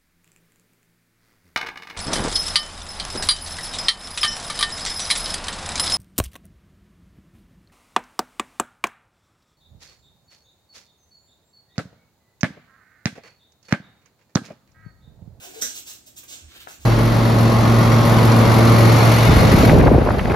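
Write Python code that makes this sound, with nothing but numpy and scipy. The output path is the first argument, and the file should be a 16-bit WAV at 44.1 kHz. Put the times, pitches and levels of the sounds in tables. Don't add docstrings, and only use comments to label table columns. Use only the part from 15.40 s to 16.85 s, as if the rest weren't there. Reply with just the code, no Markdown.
import sys
import numpy as np
from scipy import signal
from scipy.fft import rfft, irfft
from scipy.io import wavfile

SR = 44100
rng = np.random.default_rng(int(sys.argv[2]) if len(sys.argv) > 2 else 0)


def materialize(psi):
    bounded = np.clip(np.atleast_2d(psi).T, -1, 1)
    quanta = np.round(bounded * 32767).astype(np.int16)
    wavfile.write(sys.argv[1], SR, quanta)


N = 63945
T = np.arange(N) / SR


def undb(db):
    return 10 ** (np.asarray(db) / 20)


def unit_rms(x):
    return x / np.sqrt(np.mean(x ** 2))


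def colour(x, curve):
    hz, db = np.array(curve).T
    bins_hz = np.maximum(np.arange(2049) * SR / 4096, 1)
    gain = unit_rms(undb(np.interp(np.log(bins_hz), np.log(hz), db)))
    cepstrum = irfft(np.log(gain))
    cepstrum[1:2048] *= 2
    cepstrum[2049:] = 0
    return signal.fftconvolve(x, irfft(np.exp(rfft(cepstrum))))[:N]


def wander(per_s):
    return np.interp(T * per_s, np.arange(2000), rng.standard_normal(2000))


def grains(per_s, spread_db):
    clicks = (rng.random(N) < per_s / SR) * rng.choice([-1, 1], N)
    return unit_rms(clicks * undb(spread_db * np.minimum(rng.exponential(size=N), 5)))


def decay(start, fall_s):
    return (T >= start) * np.exp(-np.maximum(T - start, 0) / fall_s)


def glides(rows, rough, flutter_per_s):
    out = np.zeros(N)
    for start, length, from_hz, to_hz, db in rows:
        progress = np.clip((T - start) / length, 0, 1)
        flutter = 1 + rough * (wander(flutter_per_s) + 1j * wander(flutter_per_s))
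        phase = 2 * np.pi * np.cumsum(from_hz + (to_hz - from_hz) * progress) / SR
        out += undb(db) * np.sin(np.pi * progress) * np.imag(flutter * np.exp(1j * phase))
    return out


def place(x, pan_db, lag_ms, room_db):
    low_t60_s, treble_t60_s, predelay_s = .29, .27, .003
    direct = np.array([x, np.pad(x, (round(lag_ms * SR / 1000), 0))[:N]])
    t = T[:SR // 2]
    noise = rng.standard_normal((2, len(t)))
    low = signal.filtfilt(*signal.butter(2, 4000, fs=SR), noise)
    tail = low * undb(-60 * t / low_t60_s) + (noise - low) * undb(-60 * t / treble_t60_s)
    tail *= t > predelay_s
    tail /= np.linalg.norm(tail, axis=1, keepdims=True)
    wet = signal.fftconvolve(x[None], tail, axes=1)[:, :N]
    return (direct + undb(room_db) * wet) * undb(np.array([[pan_db], [-pan_db]]) / 2)


# f/Hz, level/dB
ROOM_EQ = [(20, -15), (45, 2), (75, -3), (140, -2), (220, 0.5), (320, 4), (450, -9.5), (700, -9),
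           (1100, -18), (2500, -15.5), (8000, -11), (16000, -49)]
# f/Hz, level/dB
HUM_PARTIALS = [(76, -67.5), (120, -67)]
def kitchen():
    mid, side = (colour(rng.standard_normal(N), ROOM_EQ) for _ in range(2))
    side = signal.lfilter(*signal.butter(4, 210, "high", fs=SR), side)
    hum = sum(undb(db + 1.2 * wander(per_s=13)) * np.sin(2 * np.pi * (hz * T + rng.random()))
              for hz, db in HUM_PARTIALS)
    return undb(-59.5) * (mid + .8 * side * np.array([[1], [-1]])) + hum * np.array([[.8], [1.2]])


# f/Hz, level/dB
RASP_EQ = [(150, -11), (350, -6), (600, -2.5), (950, -6.5), (1250, -6), (1550, 0.5), (1900, -6.5),
           (2400, 0), (4000, -8), (16000, -53)]
HISS_EQ = [(3000, -21), (7500, -1), (9000, -3), (10700, -5.5), (12500, 3.5), (14000, 2), (16000, -0.5)]
def rubbing(strokes, core_eq, lag_ms, room_db):
    rasp_trim_db, hiss_trim_db, drag_db = -9.5, -3, 1.6
    drag = undb(drag_db * wander(per_s=50))
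    core, rasp, hiss = (colour(drag * grains(per_s=9000, spread_db=2.5), eq)
                        for eq in (core_eq, RASP_EQ, HISS_EQ))
    out = np.zeros((2, N))
    for start, attack, hold, release, db, rasp_db, hiss_db, pan_db in strokes:
        swell = np.clip((T - start) / attack, 0, 1)
        fade = np.exp(-2 * np.maximum(T - start - attack - hold, 0) / release)
        texture = core + undb(rasp_db + rasp_trim_db) * rasp + undb(hiss_db + hiss_trim_db) * hiss
        out += place(undb(db) * swell * fade * texture, pan_db, lag_ms, room_db)
    return out


# t/s, attack/s, hold/s, release/s, level/dB, rasp send/dB, hiss send/dB, pan/dB
SALT_STROKES = [(-.02, .02, 0.035, 0.017, -52.5, 9, 4, -2.5),
                (.015, 0.032, 0.011, 0.11, -47.5, 6, 1.5, -2.5),
                (.13, 0.029, 0.08, .03, -48, 5.5, -0.5, -2), (.225, 0.016, 0.065, 0.062, -39.5, -5, -7, -4),
                (.338, 0.023, .025, 0.034, -42, -1.5, 1, -2), (.45, 0.026, 0.038, 0.07, -43, -2.5, 0, -3),
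                (.658, 0.0099, 0.016, 0.013, -52.5, -8, 4.5, -3.5),
                (.755, 0.024, 0.013, 0.019, -46, -3, 3, -3),
                (.828, 0.0072, 0.0046, 0.014, -58, 12, 10.5, -2.5),
                (.873, 0.02, 0.038, .06, -43.5, -3.5, -5.5, -4),
                (.95, 0.038, 0.021, 0.15, -56, 2.5, -13, -3.5),
                (1.275, 0.0083, 0.025, 0.08, -50, 6.5, 1, -3.5), (1.39, 0.031, .04, .04, -55, 3.5, 0.5, -2)]
# f/Hz, level/dB
SALT_EQ = [(300, -30), (1000, -24), (2000, -21), (2600, -3.5), (3200, -1.5), (3900, 0), (4700, -3.5),
           (5500, 0), (6300, 2.5), (7900, 2.5), (8700, -4.5), (10500, -17), (16000, -19)]
def salt_strokes():
    return rubbing(SALT_STROKES, SALT_EQ, lag_ms=.2006, room_db=.5)


# t/s, length/s, start f/Hz, end f/Hz, level/dB
SQUELCH_GLIDES = [(.04, .1, 393, 349.4, -51.5), (.04, 0.023, 699, 705, -48), (.095, 0.13, 720, 797, -54),
                  (.138, 0.062, 390, 483, -46.5), (.215, 0.055, 477, 600, -52.5),
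                  (.66, 0.033, 584, 636, -59.5), (.875, 0.086, 532, 484, -61.5)]
def squelches():
    return glides(SQUELCH_GLIDES, rough=.74, flutter_per_s=220)


# t/s, length/s, start f/Hz, end f/Hz, level/dB
THUD_GLIDES = [(.21, 0.095, 83.2, 70, -56), (1.01, 0.1, 91.6, 60, -47), (1.15, .115, 73.2, 66.6, -58),
               (1.375, 0.1, 79.3, 65, -45.5)]
def thuds():
    return glides(THUD_GLIDES, rough=.45, flutter_per_s=80)


# t/s, level/dB, decay/s
PAT_CONTACTS = [(0.2121, -31.5, 0.0075), (0.2157, -26.5, 0.0035), (0.22, -24.5, 0.0032),
                (0.2217, -15.5, 0.0013), (0.2284, -25.5, 0.0013), (0.2348, -37, 0.0058),
                (0.2491, -37.5, 0.011)]
# f/Hz, level/dB
SLAP_EQ = [(60, -21.5), (130, -16.5), (230, -14.5), (400, -13), (600, -13.5), (950, -25.5), (1600, -7.5),
           (2100, -13), (3200, -13.5), (3900, -3.5), (4700, -13.5), (5600, 2.5), (6300, 4), (7100, -4),
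           (7800, -1.5), (8600, -11), (10500, -15.5), (13000, -7), (16000, -17)]
LANDING_S = .222
def pat():
    force = sum(undb(db) * decay(start, fall) for start, db, fall in PAT_CONTACTS)
    flesh_hz = 240 * (1 + .21 * wander(per_s=149.2))
    flesh = decay(LANDING_S, fall_s=.037) * np.sin(2 * np.pi * np.cumsum(flesh_hz) / SR)
    crunch = colour(force * grains(per_s=20000, spread_db=1), SLAP_EQ)
    return crunch + undb(-48) * flesh


# f/Hz, relative level/dB, T60/s
TRAY_MODES = [(1670, -20, 0.21), (4040, 2, .4), (5508, -1, 0.57), (5701, 0, .3), (5900, 2, .4),
              (6204, 7, 0.49), (6860, -5, 0.55), (6391, 0, 0.43), (6804, -5, .4), (7500, 4.5, 0.27),
              (7440, -10, .35), (7865, -15, 0.49)]
def tray():
    ring = np.zeros(N)
    for hz, db, t60 in TRAY_MODES:
        envelope = undb(db) * decay(LANDING_S, t60 / np.log(1000))
        ring += envelope * np.sin(2 * np.pi * (hz * T + rng.random()))
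    return undb(-46) * ring


# t/s, attack/s, hold/s, release/s, level/dB, rasp send/dB, hiss send/dB, pan/dB
PALM_WIPES = [(1.07, 0.024, 0.026, 0.015, -56, -13, -6, -2),
              (1.118, 0.046, 0.0068, 0.015, -48.5, 5, -3, -1.5),
              (1.192, 0.012, 0.016, 0.036, -49, -1, 0, -2.5)]
# f/Hz, level/dB
PALM_EQ = [(300, -34), (1500, 2), (2500, -1), (3700, 6.5), (4800, -2), (7500, -8), (10000, -14),
           (16000, -30)]
def palm_wipes():
    return rubbing(PALM_WIPES, PALM_EQ, lag_ms=.14, room_db=2)


# t/s, level/dB, f/Hz, decay/s
AIR_POCKETS = [(1.2713, -24, 755, 0.00091), (1.2730, -22, 1450, 0.001), (1.2784, -25, 1350, 0.00047),
               (1.2786, -40, 493, .003)]
def pops():
    attack_s = .00016
    bursts = np.zeros(N)
    for start, db, hz, fall in AIR_POCKETS:
        envelope = decay(start, fall) - decay(start, attack_s)
        bursts += undb(db) * envelope * np.sin(2 * np.pi * hz * (T - start))
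    return signal.lfilter(*signal.butter(2, 230, "high", fs=SR), bursts)


def scene():
    return (salt_strokes() + palm_wipes()
            + place(pat(), pan_db=-4.5, lag_ms=.23, room_db=4.5)
            + place(tray(), pan_db=0, lag_ms=.15, room_db=1.5)
            + place(pops(), pan_db=6, lag_ms=.41, room_db=-4)
            + place(squelches(), pan_db=1.5, lag_ms=.5, room_db=-2)
            + place(thuds(), pan_db=-3.5, lag_ms=.1, room_db=-20)
            + kitchen())


def record(dry):
    return signal.sosfilt(signal.ellip(12, .2, 70, 15750, fs=SR, output="sos"), dry)


dry = scene()
out = record(dry)
materialize(out)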